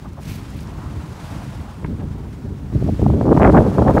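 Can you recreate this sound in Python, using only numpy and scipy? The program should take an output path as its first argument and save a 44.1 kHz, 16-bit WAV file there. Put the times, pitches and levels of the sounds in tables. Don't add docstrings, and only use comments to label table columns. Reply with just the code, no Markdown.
import sys
import numpy as np
from scipy import signal
from scipy.fft import rfft, irfft
from scipy.io import wavfile
from scipy.ndimage import uniform_filter1d, minimum_filter1d

SR = 44100
rng = np.random.default_rng(int(sys.argv[2]) if len(sys.argv) > 2 else 0)


def gain_from_decibels(decibels):
    exponent = np.asarray(decibels, float) / 20
    return 10 ** exponent


def pcm_store(signal):
    levels = np.round(np.clip(np.atleast_2d(signal), -1, 1) * 32767)
    wavfile.write(sys.argv[1], SR, levels.astype(np.int16).T)


N = 176400

# (time [s], strength [dB], swirl reach [octaves above REACH_HZ])
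WIND_COURSE = [(0.0, -31, 0.15), (0.99, -27, 0.22), (1.21, -33, 0.56), (1.24, -28, 0.13), (1.8, -32, 0.22),
               (1.84, -24, 0.45), (2.14, -25, 0.17), (2.24, -29, 0.33), (2.72, -26.5, 0.17),
               (2.74, -14.5, 0.19), (2.99, -21, 0.17), (3.03, -12.5, 0.27), (3.15, -13.5, 0.69),
               (3.17, -18.5, 0.94), (3.31, -12, 1), (3.61, -14, 0.75), (3.64, -17.5, 0.96),
               (4.0, -13, 0.89)]
# (centre [s], strength [dB], half length [s])
EDDY_BURSTS = [(2.755, -33, 0.0054), (2.826, -32.5, 0.0045), (2.889, -34, 0.018), (2.998, -32, 0.0073),
               (3.022, -38, 0.0043), (3.03, -34, 0.0047), (3.065, -21.5, 0.0034), (3.097, -42, 0.0021),
               (3.214, -13, 0.0022), (3.262, -19, 0.0042), (3.287, -25, 0.0086), (3.318, -17.5, 0.014),
               (3.351, -23, 0.0017), (3.377, -14, 0.0048), (3.395, -39, 0.0077), (3.408, -13.5, 0.011),
               (3.432, 0, 0.0014), (3.447, -4, 0.0073), (3.461, -9.5, 0.018), (3.425, -10.5, 0.0023),
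               (3.477, -10, .002), (3.668, -20, 0.0065), (3.279, -26, 0.0034), (3.478, -24, 0.0057),
               (3.493, -13, 0.014), (3.55, -9.5, 0.014), (3.58, -5.5, 0.015), (3.606, -14.5, 0.0057),
               (3.657, -20.5, 0.033), (3.787, -11.5, 0.012), (3.821, -15.5, 0.009), (3.878, -9.5, 0.0054),
               (3.888, -14.5, 0.034), (3.955, -20.5, 0.0045), (3.974, -13.5, 0.0099)]
# (centre [s], change [dB], half length [s])
RUMBLE_HEAVES = [(.29, 5, 0.014), (0.392, 6.5, 0.014), (1.1, -1.5, 0.028), (1.295, -5.5, 0.013),
                 (1.34, 3, 0.024), (1.583, 2, 0.022), (2.054, 3.5, 0.023), (2.43, -3.5, 0.011),
                 (2.463, 3.5, 0.027), (3.576, -1, .015), (3.313, -4, .012), (3.135, 2.5, 0.014),
                 (3.49, 0, .015), (2.8, -4.5, 0.018), (2.896, 1.5, 0.015), (3.385, -1.5, 0.0047),
                 (3.455, -1, 0.019), (3.75, -3.5, 0.024), (3.794, 1, 0.015), (3.896, -5, .03),
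                 (3.94, 0.5, 0.017)]
# (time [s], hiss level [dB], extra body [dB])
SEA_COURSE = [(0.0, -63, 0.5), (0.17, -66.5, -0.5), (0.29, -58, -5), (0.47, -59, -4.5), (0.61, -60.5, -4),
              (0.67, -61, 3), (1.15, -59, 2.3), (1.26, -54.5, -1.5), (1.88, -64, 3.5), (2.64, -65.5, 1.9),
              (2.718, -66, 2), (2.726, -63, 3), (2.97, -59, -5), (3.05, -60.5, 4), (3.31, -61, 2),
              (3.35, -58, 6.5), (3.98, -57, 6.5), (4.0, -56, 12)]
# (frequency [Hz], density [dB per Hz])
FOAM_SPECTRUM = [(500, 4.5), (1500, 1), (3000, -4.5), (5400, -9), (8000, -12.5), (11500, -17.5),
                 (15500, -25.5)]
# (frequency [Hz], density [dB per Hz])
RUSH_SPECTRUM = [(200, -12), (500, 1.5), (900, 6), (1500, -4), (3000, -35), (6000, -64)]
# (frequency [Hz], density [dB per Hz])
RIGGING_SPECTRUM = [(2000, 12), (5000, -19), (10000, -16), (15500, 1)]
# (centre [s], level [dB], pitch [Hz], half length [s])
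HULL_SLAPS = [(.057, -39, 830, 0.014), (.187, -39, 740, 0.019), (1.862, -44, 1600, 0.0054),
              (2.008, -44, 1200, 0.013), (2.028, -37, 450, 0.019), (2, -50, 2400, .003),
              (.83, -43.5, 920, 0.046), (.592, -42, 2600, 0.003), (3.03, -17, 220, 0.011),
              (2.46, -28, 135, 0.028), (1.345, -41, 320, .04), (3.99, -15, 380, 0.0071)]
# (centre [s], half length [s], level [dB])
SPRAY_SHEETS = [
    (0.293, 0.073, -45.5),
    (0.592, 0.051, -51.5),
    (0.368, 0.042, -49.5),
    (0.303, .015, -50.5),
    (.46, .04, -61),
    (3.955, 0.03, -52),
    (3.1, .012, -53),
    (0.61, 0.0074, -54),
    (.71, 0.0093, -66),
    (3.9, .012, -56),
]
# (frequency [Hz], density [dB per Hz])
FIZZ_SPECTRUM = [(880, -20), (1500, -12), (2420, 0), (3120, -4.5), (6250, -8), (6890, -11), (15500, -13.5)]
# (time [s], level [dB], pitch [Hz])
DECK_DROPS = [(0.1331, -36, 7070), (0.2329, -33, 7490), (0.5043, -34, 8380), (0.5424, -40, 12000),
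              (0.5675, -35, 11000), (0.606, -31, 8500), (0.6305, -33, 6160), (0.673, -35, 5720),
              (1.3894, -44, 13000), (1.713, -44, 12000), (1.8594, -46, 9000), (0.2081, -42, 6350),
              (0.2615, -40, 5000), (0.3545, -32, 9000), (0.584, -42, 11000), (2.1834, -40, 9600),
              (3.395, -33, 8000)]
# (frequency [Hz], level [dB], t60 [s])
DECK_MODES = [(620, 1, 0.018), (950, 1, 0.036), (1300, -2, 0.018), (1630, -1, 0.018), (2130, -4.5, 0.027),
              (2670, -11, .014)]
# (time [s], peak [dB], pitch [Hz])
PRESSURE_POPS = [(2.756, -26, 420), (2.819, -28, 450), (2.826, -17.5, 397), (2.866, -26, 500),
                 (2.996, -14.5, 407), (3.018, -18.5, 650), (3.029, -7.5, 377), (3.065, -10.5, 650),
                 (3.102, -13, 706), (3.212, -15.5, 950), (3.255, -19, 810), (3.269, -14, 750),
                 (3.292, -13, 800), (3.329, -6.5, 800), (3.378, -2.5, 920), (3.399, -8.5, 890),
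                 (3.419, -11, 1540), (3.432, -2, 1510), (3.475, -14, 1250), (3.5, -8.5, 1020),
                 (3.549, -5, 900), (3.578, -8.5, 1880), (3.62, -8, 600), (3.784, -8, 800),
                 (3.792, -14, 690), (3.821, -9, 500), (3.883, -12.5, 1220), (3.897, -4, 696),
                 (3.9726, -13, 1100), (3.981, -8, 1230), (3.281, -14, 806), (3.4235, -12.5, 1900),
                 (3.315, -12, 900), (3.322, -13.5, 1100), (3.375, -14, 1380), (3.444, -8, 1300),
                 (3.448, -14, 1400), (3.459, -11, 1200), (3.57, 0, 1200), (3.582, -9, 1500),
                 (3.717, -18.5, 694), (3.751, -17, 690), (3.909, -16, 990), (3.966, -11, 700),
                 (3.975, -12, 800), (3.99, -24, 500), (2.728, -31, 450), (2.892, -15.5, 546),
                 (3.229, -16, 600), (3.366, -12, 800), (3.4974, -15, 1500), (3.524, -19, 1000),
                 (3.852, -12, 600), (3.954, -17, 900), (3.8834, -24, 2200), (3.4745, -27, 1900)]

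REACH_HZ, FALL_DB, FALL_POWER, TILT_DB_PER_OCT = 176.7, 9, 1.324, 0.16
EDDY_QUIET_DB, EDDY_DB_PER_OCT, EDDY_PUSH_DB = -47.5, 17.5, 5.5
LUMP_DB, LUMP_OCT, LUMP_HZ, BAND_WOBBLE_DB = 2.0, 0.073, 60, 1.8
SURGE_DB, SURGE_HZ = 0.82, 3.8
CRACKLE_OCT, CRACKLE_HZ = 0.048, 160
THIN_DB_PER_OCT = 4
STEADINESS, CAPSULE_TOP_HZ = 0.075, 2570
LOW_CUT_HZ, RUMBLE_CUT_HZ, EDGE_HZ = 53, 33, 15720
FOAM_DB, RUSH_DB, RIGGING_DB = 13, 13, -63
GUST_ONSET_S, GUST_HISS_DB = 2.723, 2
SLAP_WIDTH_OCT = 0.84
DROP_WIDTH_OCT, DROP_RISE_S, DROP_DB = 0.8, 0.0006, -3.5
KNOCK_S, KNOCK_DB, REBOUND_S, REBOUND_DB = 1.8424, -32, 0.00264, 8.5
POP_OCTAVE_BELOW, POP_HALF_CYCLES = 0.72, 0.72
CEILING = 0.92


def evened(x):
    return x / np.sqrt(np.mean(x ** 2) + 1e-20)


def read(points, hz):
    f, value = np.transpose(points)
    return np.interp(np.log(hz + 1), np.log(f + 1), value)


def course(table, t):
    at, first, second = np.transpose(table)
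    return np.interp(t, at, first), np.interp(t, at, second)


def bell(t, at, half_s):
    return np.exp(-0.5 * ((t - at) / half_s) ** 2)


def drift(top_hz, count=1):
    hz = np.fft.rfftfreq(N, 1 / SR)
    z = rfft(rng.standard_normal((count, N))) * (hz > 2) / (1 + (hz / top_hz) ** 2)
    return evened(irfft(z, N))


def pitched_noise(count, pitch_hz, width_oct):
    octaves = np.log2((np.fft.rfftfreq(count, 1 / SR) + 1) / pitch_hz)
    return evened(irfft(rfft(rng.standard_normal(count)) * np.exp(-(octaves / width_oct) ** 2)))


def patchy(spectrum, patchy_db, flicker_db):
    frames, hz = N // 128 + 5, np.fft.rfftfreq(512, 1 / SR)
    a, b, patches = rng.standard_normal((frames, 257, 3)).T
    patches = uniform_filter1d(patches, size=9, axis=0)
    patches = evened(uniform_filter1d(patches, size=16, axis=1))
    flicker = evened(uniform_filter1d(rng.standard_normal(frames), size=5))
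    lows = np.minimum(hz / spectrum[0][0], 1) ** 2
    level_db = read(spectrum, hz)[:, None] + patchy_db * patches + flicker_db * flicker
    z = (a + 1j * b) * lows[:, None] * gain_from_decibels(level_db)
    return evened(signal.istft(z, nperseg=512, noverlap=384)[1][:N])


def wind():
    t, hz = np.arange(N) / SR, np.fft.rfftfreq(N, 1 / SR)
    level_db, reach_oct = course(WIND_COURSE, t)
    burst = np.zeros(N)
    for at, db, half_s in EDDY_BURSTS:
        peak = 2 ** ((db - EDDY_QUIET_DB) / EDDY_DB_PER_OCT)
        burst += (peak * bell(t, at, half_s)) ** 4
    lumps = drift(LUMP_HZ, count=2)
    reach_hz = REACH_HZ * (16 ** reach_oct + burst) ** (1 / 4) * 2 ** (LUMP_OCT * lumps[0])
    level_db = level_db + LUMP_DB * (lumps[0] + lumps[1]) / 2
    level_db += EDDY_PUSH_DB * np.log2(1 + burst / 16 ** reach_oct) / 4
    level_db += SURGE_DB * drift(SURGE_HZ)[0]
    for at, db, half_s in RUMBLE_HEAVES:
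        level_db += db * bell(t, at, half_s)
    reach_hz = reach_hz * (reach_hz / REACH_HZ) ** (CRACKLE_OCT * drift(CRACKLE_HZ)[0])

    centres_hz = 30 * np.sqrt(2) ** np.arange(16)
    wobbles = drift(LUMP_HZ / 2, count=16)
    noise = rfft(rng.standard_normal(N))
    out = np.zeros(N)
    for c, wobble in zip(centres_hz, wobbles):
        band = np.cos(np.pi / 2 * np.clip(2 * np.log2((hz + 1) / c), -1, 1))
        swirl = evened(irfft(noise * band, N))
        power = abs(uniform_filter1d(swirl ** 2, size=int(2 * SR / c)))
        swirl /= (power + 1 / 20) ** (STEADINESS / 2)
        band_db = TILT_DB_PER_OCT * np.log2(c / REACH_HZ) - FALL_DB * (c / reach_hz) ** FALL_POWER
        band_db += BAND_WOBBLE_DB * wobble - 10 * np.log10(1 + (c / CAPSULE_TOP_HZ) ** 4)
        band_db += 0.5 - THIN_DB_PER_OCT * np.log2(1 + reach_hz / c)
        out += evened(swirl) * gain_from_decibels(level_db + band_db)
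    return signal.sosfilt(signal.butter(4, LOW_CUT_HZ, "high", fs=SR, output="sos"), out)


def gust_onset():
    return np.clip((np.arange(N) / SR - GUST_ONSET_S) * 100, 0, 1)


def sea():
    level_db, body_db = course(SEA_COURSE, np.arange(N) / SR)
    foam = patchy(FOAM_SPECTRUM, patchy_db=0.5, flicker_db=1.0)
    foam = foam * gain_from_decibels(FOAM_DB + GUST_HISS_DB / 2 * gust_onset())
    rush = gain_from_decibels(RUSH_DB + body_db) * patchy(RUSH_SPECTRUM, patchy_db=1.7, flicker_db=1.0)
    return gain_from_decibels(level_db) * (foam + rush)


def rigging():
    hiss = patchy(RIGGING_SPECTRUM, patchy_db=-0.5, flicker_db=1.5)
    return gain_from_decibels(RIGGING_DB + GUST_HISS_DB * gust_onset()) * hiss


def slaps():
    out, u = np.zeros(N + 4096), np.arange(-2048, 2048) / SR
    for at, db, pitch_hz, half_s in HULL_SLAPS:
        puff = pitched_noise(4096, pitch_hz, SLAP_WIDTH_OCT)
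        out[round(at * SR) - 2048:][:4096] += gain_from_decibels(db) * puff * np.exp(-(u / half_s) ** 2)
    return out[:N]


def spray():
    t, u = np.arange(N) / SR, np.arange(300) / SR
    swell = sum(gain_from_decibels(db) * np.exp(-((t - at) / half_s) ** 2) for at, half_s, db in SPRAY_SHEETS)
    out = swell * patchy(FIZZ_SPECTRUM, patchy_db=-1.0, flicker_db=3.3)
    shape = (u / DROP_RISE_S) * np.exp(-u / DROP_RISE_S)
    for at, db, pitch_hz in DECK_DROPS:
        tick = pitched_noise(300, pitch_hz, DROP_WIDTH_OCT)
        out[round(at * SR):][:300] += gain_from_decibels(db + DROP_DB) * shape * tick
    return out


def knocks():
    out, u = np.zeros(N), np.arange(3000) / SR
    ring = sum(gain_from_decibels(db - 60 * u / t60_s) * np.sin(2 * np.pi * hz * u) for hz, db, t60_s in DECK_MODES)
    ring = ring * (1 - np.exp(-(u / 0.00041) ** 2))
    for at, db in [(KNOCK_S, KNOCK_DB), (KNOCK_S + REBOUND_S, KNOCK_DB + REBOUND_DB)]:
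        out[round(at * SR):][:3000] += gain_from_decibels(db) * ring
    return out


def pops():
    out, u = np.zeros(N + 800), np.arange(-400, 400) / SR
    for (at, db, hz), phase in zip(PRESSURE_POPS, rng.random(len(PRESSURE_POPS))):
        flick = np.cos(2 * np.pi * (hz * u + phase))
        flick += POP_OCTAVE_BELOW * np.cos(2 * np.pi * (hz * u / 2 + phase))
        flick *= (1 + (u * hz / POP_HALF_CYCLES) ** 2) ** -2.6 * np.hanning(800)
        out[round(at * SR) - 400:][:800] += gain_from_decibels(db) * (flick - flick.mean())
    return out[:N]


def scene():
    return (wind() + sea() + rigging() + slaps() + spray() + knocks() + pops())[None]


def low_pass(x):
    return signal.sosfilt(signal.butter(12, 16830, fs=SR, output="sos"), x)


def record(dry):
    room = minimum_filter1d(np.minimum(CEILING / (abs(dry) + 1e-9), 1), size=97, axis=1)
    gain = uniform_filter1d(room, size=49, axis=1)
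    treble = signal.sosfiltfilt(signal.butter(4, 5000, "high", fs=SR, output="sos"), dry)
    held = (dry - treble) * gain + treble
    hz = np.fft.rfftfreq(2 * N, 1 / SR)
    response = (hz < EDGE_HZ) / np.sqrt(1 + (RUMBLE_CUT_HZ / (hz + 1)) ** 8)
    mirrored = np.hstack([held, held[:, ::-1]])
    held = irfft(rfft(mirrored) * response)[:, :N]
    fade = np.sin(np.pi / 2 * np.minimum(np.arange(N)[::-1] / 150, 1)) ** 2
    return low_pass(held * fade)


dry = scene()
out = record(dry)
pcm_store(out)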